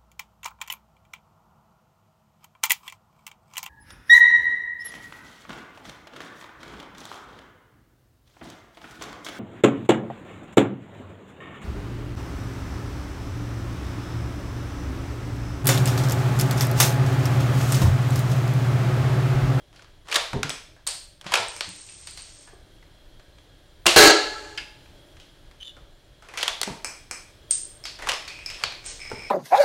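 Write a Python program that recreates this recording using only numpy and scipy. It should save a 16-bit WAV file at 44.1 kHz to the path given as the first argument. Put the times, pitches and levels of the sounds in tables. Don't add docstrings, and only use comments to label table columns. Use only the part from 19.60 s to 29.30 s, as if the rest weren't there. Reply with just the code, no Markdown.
import sys
import numpy as np
from scipy import signal
from scipy.fft import rfft, irfft, next_fast_len
from scipy.io import wavfile
from scipy.ndimage import uniform_filter1d

SR = 44100
rng = np.random.default_rng(int(sys.argv[2]) if len(sys.argv) > 2 else 0)


def how_loud(loudness_db):
    steps = np.asarray(loudness_db, float) / 20
    return 10 ** steps


def wav_out(sig):
    wavfile.write(sys.argv[1], SR, np.round(np.clip(np.atleast_2d(sig).T, -1, 1) * 32767).astype(np.int16))


N = 427769


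def unit(x):
    return x / np.sqrt(np.mean(x ** 2) + 1e-20)


def along(points, hz):
    f, v = np.transpose(points)
    return np.interp(np.log(hz + 1), np.log(f + 1), v)


def span(start, length):
    t = np.arange(N) / SR - start
    return t, (t >= 0) & (t < length)


def add(track, s, sound):
    start = round(s * SR)
    track[start:start + len(sound)] += sound[:len(track) - start]


def filtered(x, response):
    m = next_fast_len(len(x) + SR // 4)
    return irfft(rfft(x, m) * response(np.fft.rfftfreq(m, 1 / SR)), m)[:len(x)]


def peak(f, hz, width):
    return 1j * f * width / (hz * hz - f * f + 1j * f * width)


def below(f, hz, damping=1.4):
    return 1 / (1 + damping * 1j * f / hz - (f / hz) ** 2)


def above(f, hz):
    return (f / hz) ** 4 * below(f, hz) ** 2


def impulse(size=4096):
    return np.eye(1, size)[0]


def noise(spectrum, patchy_db):
    z = signal.stft(rng.standard_normal(N), nperseg=512)[2]
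    field = uniform_filter1d(rng.standard_normal(z.shape), size=5, axis=0)
    field = uniform_filter1d(field, size=10, axis=1)
    x = signal.istft(z * how_loud(patchy_db * unit(field)), nperseg=512)[1][:N]
    return unit(filtered(x, spectrum))


def grains(per_s, spread_db):
    where, size, sign = rng.random((3, N))
    return unit((where < per_s / SR) * how_loud(-spread_db * np.log(size + 0.0039)) * np.sign(sign - .5))


TAIL = 32768
# (freq_hz, t60_s)
ROOM = [(150, 0.29), (400, 0.49), (1500, 0.45), (4000, 0.56), (8000, 0.43), (12000, 0.55), (16000, 0.85)]


def room(x, wet_db, smooth=None):
    hz, t, z = signal.stft(rng.standard_normal(TAIL), SR, nperseg=256)
    decay = how_loud(-60 * t / along(ROOM, hz)[:, None])
    tail = signal.istft(z * decay, SR, nperseg=256)[1][:TAIL]
    tail = tail * (1 - np.exp(-np.arange(TAIL) / SR / 0.0013))
    tail = filtered(tail, lambda f: below(f, 11000) ** 2)
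    feed = x
    if smooth is not None:
        feed = smooth * np.linalg.norm(x) / np.linalg.norm(smooth)
    wet = signal.fftconvolve(feed, tail / np.linalg.norm(tail))
    return np.pad(x, (0, TAIL - 1)) + how_loud(wet_db) * wet


def rattle(t60, size=4096):
    chance = rng.standard_normal(size)
    return (chance * np.abs(chance) + 6 * impulse(size)) * how_loud(-60 * np.arange(size) / SR / t60)


# (pitch_hz, t60_s)
SHELL = [(2400, 0.012), (5240, 0.017), (7750, 0.011), (8600, 0.02), (11500, 0.0076)]


def shell_ring(levels_db, modes=SHELL):
    t = np.arange(2048) / SR
    ring = sum(how_loud(db - 60 * t / t60) * np.sin(2 * np.pi * hz * t)
               for db, (hz, t60) in zip(levels_db, modes))
    return (1 - np.exp(-t / 0.00029)) * ring


# (time_s, level_db)
AIR = [(0, -64.5), (.6, -66), (2.2, -67.5), (3.1, -62.5), (4.2, -63), (5.3, -59.5), (6.3, -64), (7.1, -62),
       (7.8, -61), (9.7, -57.5)]
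# (freq_hz, density_db)
RUMBLE = [(12, -28), (20, 4), (128, -9.5), (182, -16.5), (231, -34), (300, -17.5), (390, -52.5),
          (660, -120)]
# (freq_hz, density_db)
HISS = [(150, -8.5), (606, -7.5), (1120, -14.5), (1530, -12), (2550, -17), (3290, -11.5), (8290, -27.5),
        (16000, -34.5)]
# (pitch_hz, width_hz, level_db)
WHINE = [(333, 140, 0.5), (590, 76, -1), (1650, 17, -0.5), (1840, 46, -16.5), (3284, 110, -2.5),
         (4100, 100, -8), (5630, 49, -23.5), (7230, 26, -8.5), (8970, 1400, -23), (10800, 64, -12.5),
         (12400, 400, -25.5), (12600, 110, -28.5)]
RUMBLE_DB, RUMBLE_FOLLOWS = -53, 0.4


def background():
    hiss_db = np.interp(np.arange(N) / SR, *np.transpose(AIR))
    rumble_db = RUMBLE_DB + RUMBLE_FOLLOWS * (hiss_db - hiss_db.mean())
    rumble = noise(lambda f: how_loud(along(RUMBLE, f)), patchy_db=2.5)

    def whine(f):
        return sum(how_loud(db) * abs(peak(f, hz, w)) ** 2 for hz, w, db in WHINE)

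    hiss = noise(lambda f: how_loud(along(HISS, f)), patchy_db=0.0)
    hiss = hiss + how_loud(-2.5) * noise(whine, patchy_db=2.5)
    return how_loud(rumble_db) * rumble + how_loud(hiss_db + 3.0) * hiss


# (start_s, list of level_db for each table mode)
DART = (4.9757, [-19, -17, -9, -16, -17.5])
# (pitch_hz, t60_s)
TABLE = [(1700, 0.025), (2300, 0.0088), (2750, 0.0082), (3050, 0.0057), (4750, 0.008)]


def dart():
    out = np.zeros(N)
    start_s, levels_db = DART
    judder = rattle(0.09)
    knock = signal.fftconvolve(judder / np.linalg.norm(judder), shell_ring(levels_db, TABLE))
    add(out, start_s, room(how_loud(-0.5) * knock, wet_db=-9.5))
    return out


# (start_s, length_s, pitch_hz, glide_hz_per_s, level_db)
SQUEAKS = [
    (6, 0.021, 3080, -4000, -45.5),
    (6.019, 0.019, 2970, 9000, -35.5),
    (6.032, 0.081, 3570, -1500, -44),
    (6.044, 0.065, 3150, -4000, -45),
]
SLIP_ARCH_DB = 9


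def squeaks():
    out = np.zeros(N)
    for s, length, hz, glide, db in SQUEAKS:
        t, inside = span(s, length)
        flutter = unit(uniform_filter1d(rng.standard_normal(N), size=90))
        phase = 2 * np.pi * np.cumsum(inside * (hz + glide * t) * (1 + .012 * flutter)) / SR
        arch_db = -SLIP_ARCH_DB * np.clip(2 * t / length - 1, -1, 1) ** 2
        tone = np.sin(phase) + 0.14 * np.sin(2 * phase) + 0.065 * np.sin(3 * phase)
        out += inside * how_loud(db + arch_db + 4.5 * flutter) * tone
    return room(out, wet_db=-11.5)[:N]


# (start_s, peak_db, pitch_hz, t60_s)
THUMPS = [(0.731, -17, 94.2, 0.031), (0.741, -5.5, 156, 0.024), (0.75, -12.5, 219, 0.034),
          (0.755, -13.5, 129.7, 0.066), (0.764, -2, 113, 0.017), (0.843, -20, 145.6, 0.068),
          (1.658, -23, 176, 0.039), (2.038, -46, 131, 0.072), (2.93, -30.5, 379, 0.03),
          (4.265, -13.5, 548.5, 0.065), (4.259, -16.5, 349.7, 0.12), (4.262, -23.5, 200.2, 0.08),
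          (7.011, -23, 405, 0.022), (7.072, -19, 209.5, 0.056), (7.101, -21.5, 145.2, 0.05),
          (8.485, -31, 338, 0.028), (9.032, -40.5, 134, 0.17), (9.514, -5, 455, 0.015),
          (1.791, -34.5, 109, 0.095),
    (2.071, -36, 96.6, 0.2),
    (4.255, -27, 89.4, 0.085),
    (9.527, -22.5, 128, 0.06),
    (9.581, -35.5, 110.4, 0.09),
]


def thumps():
    out = np.zeros(N)
    t = np.arange(8192) / SR
    for s, db, hz, t60 in THUMPS:
        tone = sum(level * np.sin(2 * np.pi * ratio * hz * t)
                   for ratio, level in [(1, 0.86), (1.9, .5), (3.1, .3)])
        boom = how_loud(db - 60 * t / t60) * tone * (1 - np.exp(-t / 0.0056))
        add(out, s, room(boom, wet_db=-5.5))
    return out


# (start_s, length_s,
# final_db, swell_db)
SLIDES = [
    (0.127, 0.24, -79, -18),
    (0.451, 0.12, -30, 31.5),
    (1.619, 0.16, -31, 31),
    (6.62, 0.28, -39.5, 25),
    (8.404, 0.11, -35.5, 26),
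    (8.933, 0.11, -37.5, 31),
]
# (freq_hz, density_db)
RAIL = [(150, -55), (330, -17), (636, 1.5), (775, -3.5), (946, -1), (3230, -6), (10100, -19.5),
        (15000, -47)]
SWELL_BEND = 1.32


def slides():
    scrape = unit(filtered(grains(per_s=700, spread_db=4), lambda f: how_loud(along(RAIL, f))))
    stroke = np.zeros(N)
    for s, length, db, swell_db in SLIDES:
        t, inside = span(s, length)
        stroke += inside * how_loud(db - swell_db * np.clip(1 - t / length, 0, 1) ** SWELL_BEND)
    return how_loud(-0.5) * room(stroke * scrape, wet_db=1.0)[:N]


# (start_s, length_s, top_mode_db, low_modes_db, grit_db)
ROLLS = [
    (1.884, 0.95, -43.5, -82, -44),
    (8.69, 0.16, -62, -41.5, -55),
    (9.258, 0.038, -40, -53, -33.5),
    (9.408, 0.4, -54, -38.5, -54),
]
# (freq_hz, density_db)
GRIT = [(180, -39), (300, -12.5), (1570, -14.5), (8360, -4.5), (9190, -13.5), (9630, -62), (11500, -35),
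        (13000, -49)]
# (pitch_hz, t60_s)
WORN_SHELL = [(2280, 0.017), (5200, 0.022)]
# (pitch_hz, t60_s)
FRESH_SHELL = [(2500, 0.012), (5250, 0.014)]
WORN_FROM_S = 9
ROLL_IN_S, ROLL_OUT_S, ROLL_EDGE_DB, ROLL_SAG_DB_PER_S = 0.04, 0.13, 32, 6


def rolls():
    out = np.zeros(N)
    taps = grains(per_s=880, spread_db=4.5)

    def rung(ring):
        return unit(signal.fftconvolve(taps, ring)[:N])

    top = rung(shell_ring([-41, -13.5, -28, 4.0, -11.5]))
    fresh = rung(shell_ring([0, -14], FRESH_SHELL))
    worn = rung(shell_ring([0, -6], WORN_SHELL))
    grit = unit(filtered(grains(per_s=3000, spread_db=4), lambda f: how_loud(along(GRIT, f))))
    for s, length, top_db, low_db, grit_db in ROLLS:
        t = np.arange(N) / SR - s
        away = np.maximum(np.maximum(-t / ROLL_IN_S, (t - length) / ROLL_OUT_S), 0)
        speed = how_loud(-ROLL_EDGE_DB * away - ROLL_SAG_DB_PER_S * np.abs(t))
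        low = worn if s > WORN_FROM_S else fresh
        out += speed * (how_loud(top_db) * top + how_loud(low_db) * low + how_loud(grit_db) * grit)
    return how_loud(-9.5) * room(out, wet_db=1.5)[:N]


# (start_s, peak_db)
ON_END = [(1.884, -24), (2.091, -26), (2.209, -34), (2.2657, -35), (2.3228, -40), (2.472, -28),
          (2.574, -33), (2.6202, -31.5), (7.9094, -2.5), (9.2623, -22.5)]
ON_EDGE = [
    (1.2738, -2),
    (2.164, -26),
    (2.4049, -33),
    (2.5092, -21.5),
]
FLAT = [
    (0.8946, -7.5),
    (1.9645, -17),
    (7.0338, -12.5),
    (7.2463, -6),
    (7.5118, -8),
]
ON_RIM = [
    (8.2392, -16.5),
    (8.5375, -12.5),
    (8.8614, -8.5),
    (9.5, -21),
]
ON_SIDE = [(8.678, -27.5), (8.705, -32.5), (8.79, -34), (8.89, -32.5), (8.9194, -36.5), (9.1229, -28),
           (9.2425, -36), (9.3945, -36), (9.4524, -32.5), (9.6225, -34)]
# (level_db of the four lowest modes, thud_db)
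LANDINGS = [
    (-59, -24.5, -14.5, -1.5, 16),
    (-43, -27.5, -18.5, -11.5, 21),
    (-17.5, -20, -14, -21, 25),
    (-19.5, -10, -22, -32, 13),
    (-0.5, -32, -20, -29, 18),
]
# (top_hz, share cancelled between the two lowest modes)
CONTACTS = [
    (9500, 0.092),
    (9500, 0.2),
    (14500, 1),
    (8960, 0.3),
    (8000, 0.1),
]
# (pitch_hz, width_hz)
WALL = [(1300, 2600), (5400, 1300), (6900, 3900), (7400, 2400)]
FACING = [1, 1, -1, 1]


def bounces():
    out = np.zeros(N)
    tick = filtered(impulse(2048), lambda f: peak(f, 5000, 4300) * below(f, 10000, 1.3))
    kinds = zip([ON_END, ON_EDGE, FLAT, ON_RIM, ON_SIDE], LANDINGS, CONTACTS)
    for rows, (*modes_db, thud_db), (top_hz, hollow) in kinds:
        def wall(f):
            moving = sum(way * how_loud(level) * peak(f, *band)
                         for way, level, band in zip(FACING, modes_db, WALL))
            return moving * (1 - hollow * peak(f, 3760, 1900)) * below(f, top_hz, 1.2)

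        thud = filtered(impulse(2048), wall)
        tap = how_loud(-1) * shell_ring([*modes_db, -30]) + how_loud(thud_db) * thud + how_loud(-7) * tick
        for s, db in rows:
            add(out, s, room(how_loud(db) * tap, wet_db=-1.0))
    return out


# (start_s, peak_db, body_hz, air_db, room_db)
STOPS = [(0.5144, -22, 2450, -18, 3.5), (0.526, -9, 2940, -23.5, -12.5), (0.543, -11, 3750, -13, -4.5),
         (0.5571, -5.5, 3520, -16.5, -9), (0.56, -6, 1800, -15.5, -9), (1.267, -19.5, 4500, -11.5, 4),
         (1.6121, -31.5, 3220, -16, -14), (1.6652, -18.5, 760, -38, -0.2), (1.7385, -5.5, 1000, -23, -11),
         (1.7547, -9.5, 2490, -21.5, -7), (4.2649, 4.5, 2707, -13, -3.5), (6.774, -19, 2250, -19, -0.5),
         (6.8106, -17.5, 4300, -21, 0), (6.8295, -8, 3230, -20.5, -9.5), (6.8793, -6, 3400, -17.5, -8),
         (8.4885, -9.5, 1960, -19, -4.5), (8.4935, -10.5, 2930, -21, -6)]
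# (start_s, peak_db, body_hz, air_db, room_db)
SNAPS = [
    (0.831, -9.5, 1400, -24, -7.5),
    (0.9034, -13.5, 3360, -24, -7),
    (2.0082, -9.5, 4380, -31, -6),
    (7.0145, -5.5, 4440, -12, -14),
    (7.0314, -11, 2000, -11.5, -8),
    (8.518, -12.5, 2495, -25, -6),
    (9.0374, -6, 4350, -41, -7.5),
]
# (start_s, peak_db, body_hz)
NUDGES = [(0.4578, -47.5, 3220), (0.4854, -30, 3270), (0.5003, -31.5, 1820), (0.5364, -23.5, 3430),
          (1.643, -35, 1330), (1.7199, -16.5, 3120), (2.8745, -40, 1700), (4.2575, -10, 2800),
          (6.6231, -37, 1460), (6.6865, -34.5, 2450), (6.7382, -29, 2030), (8.3884, -31.5, 3520),
          (8.3967, -30, 2060), (8.4223, -25, 1930), (8.4711, -19, 1100), (9.4973, -34.5, 2260),
          (9.516, -27.5, 2100)]
# (start_s, peak_db, body_hz)
PATS = [
    (0.7317, -21.5, 910),
    (1.1638, -42.5, 1670),
    (6.1669, -39, 1290),
    (7.0742, -25.5, 900),
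]
# (start_s, peak_db, body_hz)
TICKS = [(2.2885, -38, 2560), (2.4723, -27, 4500), (2.574, -29, 4500), (4.9756, -24, 2500),
         (8.2538, -18.5, 4580), (8.9006, -24.5, 2570), (8.9452, -29, 2600), (7.9, -46, 3500),
         (0.16, -43, 4500), (8.68, -27, 4500), (9.0, -36, 4600), (6.7865, -24.5, 1400), (5.6, -34, 3000)]
# (start_s, peak_db, body_hz)
CREAKS = [(0.193, -39, 1480), (0.2219, -37.5, 1580), (0.2444, -42, 1230), (3.2261, -43.5, 1990),
          (3.5967, -44.5, 1540), (3.7837, -44.5, 3234), (5.2588, -41.5, 2390), (5.5686, -41.5, 2120),
          (5.9125, -40.5, 1580), (9.0212, -37.5, 1770)]
# (bass_db, air_db, room_db)
NUDGE, PAT, TICK, CREAK = (-13, -24, 1.6), (9.7, -26, -1.8), (-27.5, -17.5, 0.56), (-18, -43.5, -8)
STOP_BASS_DB = -23.5
STOP_RATTLE_S, SNAP_RATTLE_S, SOFT_RATTLE_S = 0.028, 0.015, 0.03
FRAME_LOW_HZ, FRAME_HIGH_HZ = 450, 6000


def clacks():
    out = np.zeros(N)
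    soft = [(NUDGES, NUDGE), (PATS, PAT), (TICKS, TICK), (CREAKS, CREAK)]
    hard = [(STOPS, STOP_RATTLE_S), (SNAPS, SNAP_RATTLE_S)]
    contacts = sorted((*row[:3], STOP_BASS_DB, *row[3:], t60) for rows, t60 in hard for row in rows)
    contacts += [(*row, *kind, SOFT_RATTLE_S) for rows, kind in soft for row in rows]
    for s, db, hz, bass_db, air_db, wet_db, t60 in contacts:
        def body(f):
            panel = above(f, FRAME_LOW_HZ) * peak(f, 2800, 2800) * below(f, FRAME_HIGH_HZ)
            bass = how_loud(bass_db + 18.5) * above(f, 200 - 5 * bass_db) * peak(f, 670, 850)
            air = how_loud(air_db + 6.0) * peak(f, 9700, 12000)
            resonance = 1 + 1.8 * peak(f, hz, 0.11 * hz)
            return (panel - bass - air) * resonance * below(f, 8500) * below(f, 13000, 1.2) ** 2

        hit = filtered(rattle(t60), body)
        sound = room(hit, wet_db, smooth=filtered(impulse(), body))
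        add(out, s, how_loud(db) / np.abs(hit).max() * sound)
    return out


# (start_s, level_db)
SHOT = (4.3622, 7.9)
# (pitch_hz, width_hz, level_db)
BARREL = [(331.4, 11.9, 5.5), (299, 25, -2), (393.7, 32, 3.5), (414.6, 45, 5), (584, 35, -5.5),
          (760, 74, -4.5), (1325, 30, -3), (1563, 72, -5), (1680, 40, 0), (2130, 110, -10.5),
          (2750, 100, -12), (4126, 380, -9), (4630, 310, -9.5), (6800, 950, -16.5)]
# (freq_hz, density_db)
SLAM = [(150, -61), (260, -29.5), (330, -11), (2000, -7.5), (4500, -10), (8000, -15.5), (13500, -40),
        (16000, -71.5)]
# (start_s, level_db)
JOLTS = [
    (4.384, 3.5),
    (4.413, 4.5),
    (4.436, 8),
    (4.461, 8.5),
    (4.48, 10),
    (4.508, 11.5),
]
# (pitch_hz, level_db, t60_s, sway_db)
SPRING = [(328, -15.5, 0.39, 2), (397, -19, .45, 2.5), (424, -15, .55, 2.5), (1335, -25.5, 0.85, 3.5),
          (1680, -21, 0.88, 4), (4120, -25.5, .7, 4), (2770, -26.5, .6, 3.5), (590, -23, 0.49, 3),
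          (770, -22, .45, 3)]
# (pitch_hz, level_db, t60_s, sway_db)
LEG = [(855, -29, 1.35, 1.5)]
# (start_s, level_db, pitch_hz, t60_s)
TWANGS = [
    (4.364, -10, 421, 0.4),
    (4.366, -12.5, 328, 0.45),
    (4.42, -10.5, 1670, 0.3),
    (4.549, -11.5, 1347, 0.11),
    (4.66, -22, 1683, 0.11),
    (4.755, -24, 1335, 0.12),
]
SLAM_ATTACK_S, SLAM_T60_S = 0.0024, 0.43
BUZZ_DB, BUZZ_T60_S = -27, 1.59
SETTLE_S, SETTLE_T60_S = 0.152, 0.13
WIND_UP_S, LET_GO_S = 0.011, 0.0037


def shot():
    out = np.zeros(N)
    t = np.arange(SR) / SR
    shot_s, shot_db = SHOT

    def barrel(f):
        modes = sum((-1) ** k * how_loud(level) * peak(f, hz, w) for k, (hz, w, level) in enumerate(BARREL))
        return above(f, 230) * modes / (1 + (f / 9000) ** 4)

    buzz = grains(per_s=3200, spread_db=1.5)
    broad = unit(filtered(buzz[::-1], lambda f: how_loud(along(SLAM, f))))
    slam = unit(filtered(buzz, barrel)) + how_loud(-5) * broad

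    since, inside = span(shot_s - SLAM_ATTACK_S, 0.66)
    attack = np.clip(since / SLAM_ATTACK_S, 0, 1) ** 3
    fall = since / SLAM_T60_S + np.maximum(since - SETTLE_S, 0) / SETTLE_T60_S
    slam_force = how_loud(-60 * inside * fall)
    buzz_force = how_loud(BUZZ_DB - 60 * inside * since / BUZZ_T60_S)
    force = attack * (slam_force + buzz_force)

    jolt_s, jolt_peak_db = np.transpose(JOLTS)
    lead = np.arange(N) / SR - jolt_s[:, None]
    jolt_db = jolt_peak_db @ np.exp(-np.maximum(-lead / WIND_UP_S, lead / LET_GO_S))
    blast = how_loud(shot_db - 6 + jolt_db) * inside * force * unit(slam)
    out += room(blast, wet_db=-10.5)[:N]

    for hz, level_db, decay, sway_db in SPRING + LEG:
        sway = unit(uniform_filter1d(rng.standard_normal(SR), size=900))
        tone = np.sin(2 * np.pi * hz * t + 0.3 * sway_db * sway[::-1])
        ring = how_loud(level_db + sway_db * sway - 60 * t / decay) * tone
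        add(out, shot_s, room(ring, wet_db=-7.5))
    for s, level_db, hz, decay in TWANGS:
        swell = 1 - np.exp(-t / 0.008)
        add(out, s, how_loud(level_db - 60 * t / decay) * swell * np.sin(2 * np.pi * hz * t))
    return out


def scene():
    around = background() + dart()
    tub_and_floor = squeaks() + thumps() + rolls() + bounces()
    rifle = slides() + clacks() + shot()
    return (around + tub_and_floor + rifle)[None]


def soft_clip(x, top):
    return x / (1 + np.abs(x / top) ** 6) ** (1 / 6)


def masked(x, margin_db, slope_db):
    z = signal.stft(x, SR, nperseg=2048)[2]
    bands = z[:1024].reshape(32, 32, -1)
    number = np.arange(32)[:, None]
    level = 10 * np.log10(np.mean(np.abs(bands) ** 2, axis=1) + 1e-20)
    ramp = slope_db * number
    eligible = level + ramp - 99 * (number < 10)
    cover = np.maximum.accumulate(eligible, axis=0) - ramp - margin_db
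    hidden = (level < cover) & (number >= 13) & (number < 22)
    bands = bands * ~hidden[:, None]
    return signal.istft(np.vstack([bands.reshape(1024, -1), z[1024:]]), SR, nperseg=2048)[1][:N]


def roll_off(x):
    return signal.sosfilt(signal.butter(12, 17000, fs=SR, output="sos"), x)


def record(dry):
    ragged = filtered(soft_clip(dry[0], .6), lambda f: 1 - 2 * peak(f, 500, 250))
    band = filtered(soft_clip(ragged, .85), lambda f: f < 15800)
    mix = masked(band, margin_db=12.5, slope_db=3.0)[None]
    return roll_off(mix)


dry = scene()
out = record(dry)
wav_out(out)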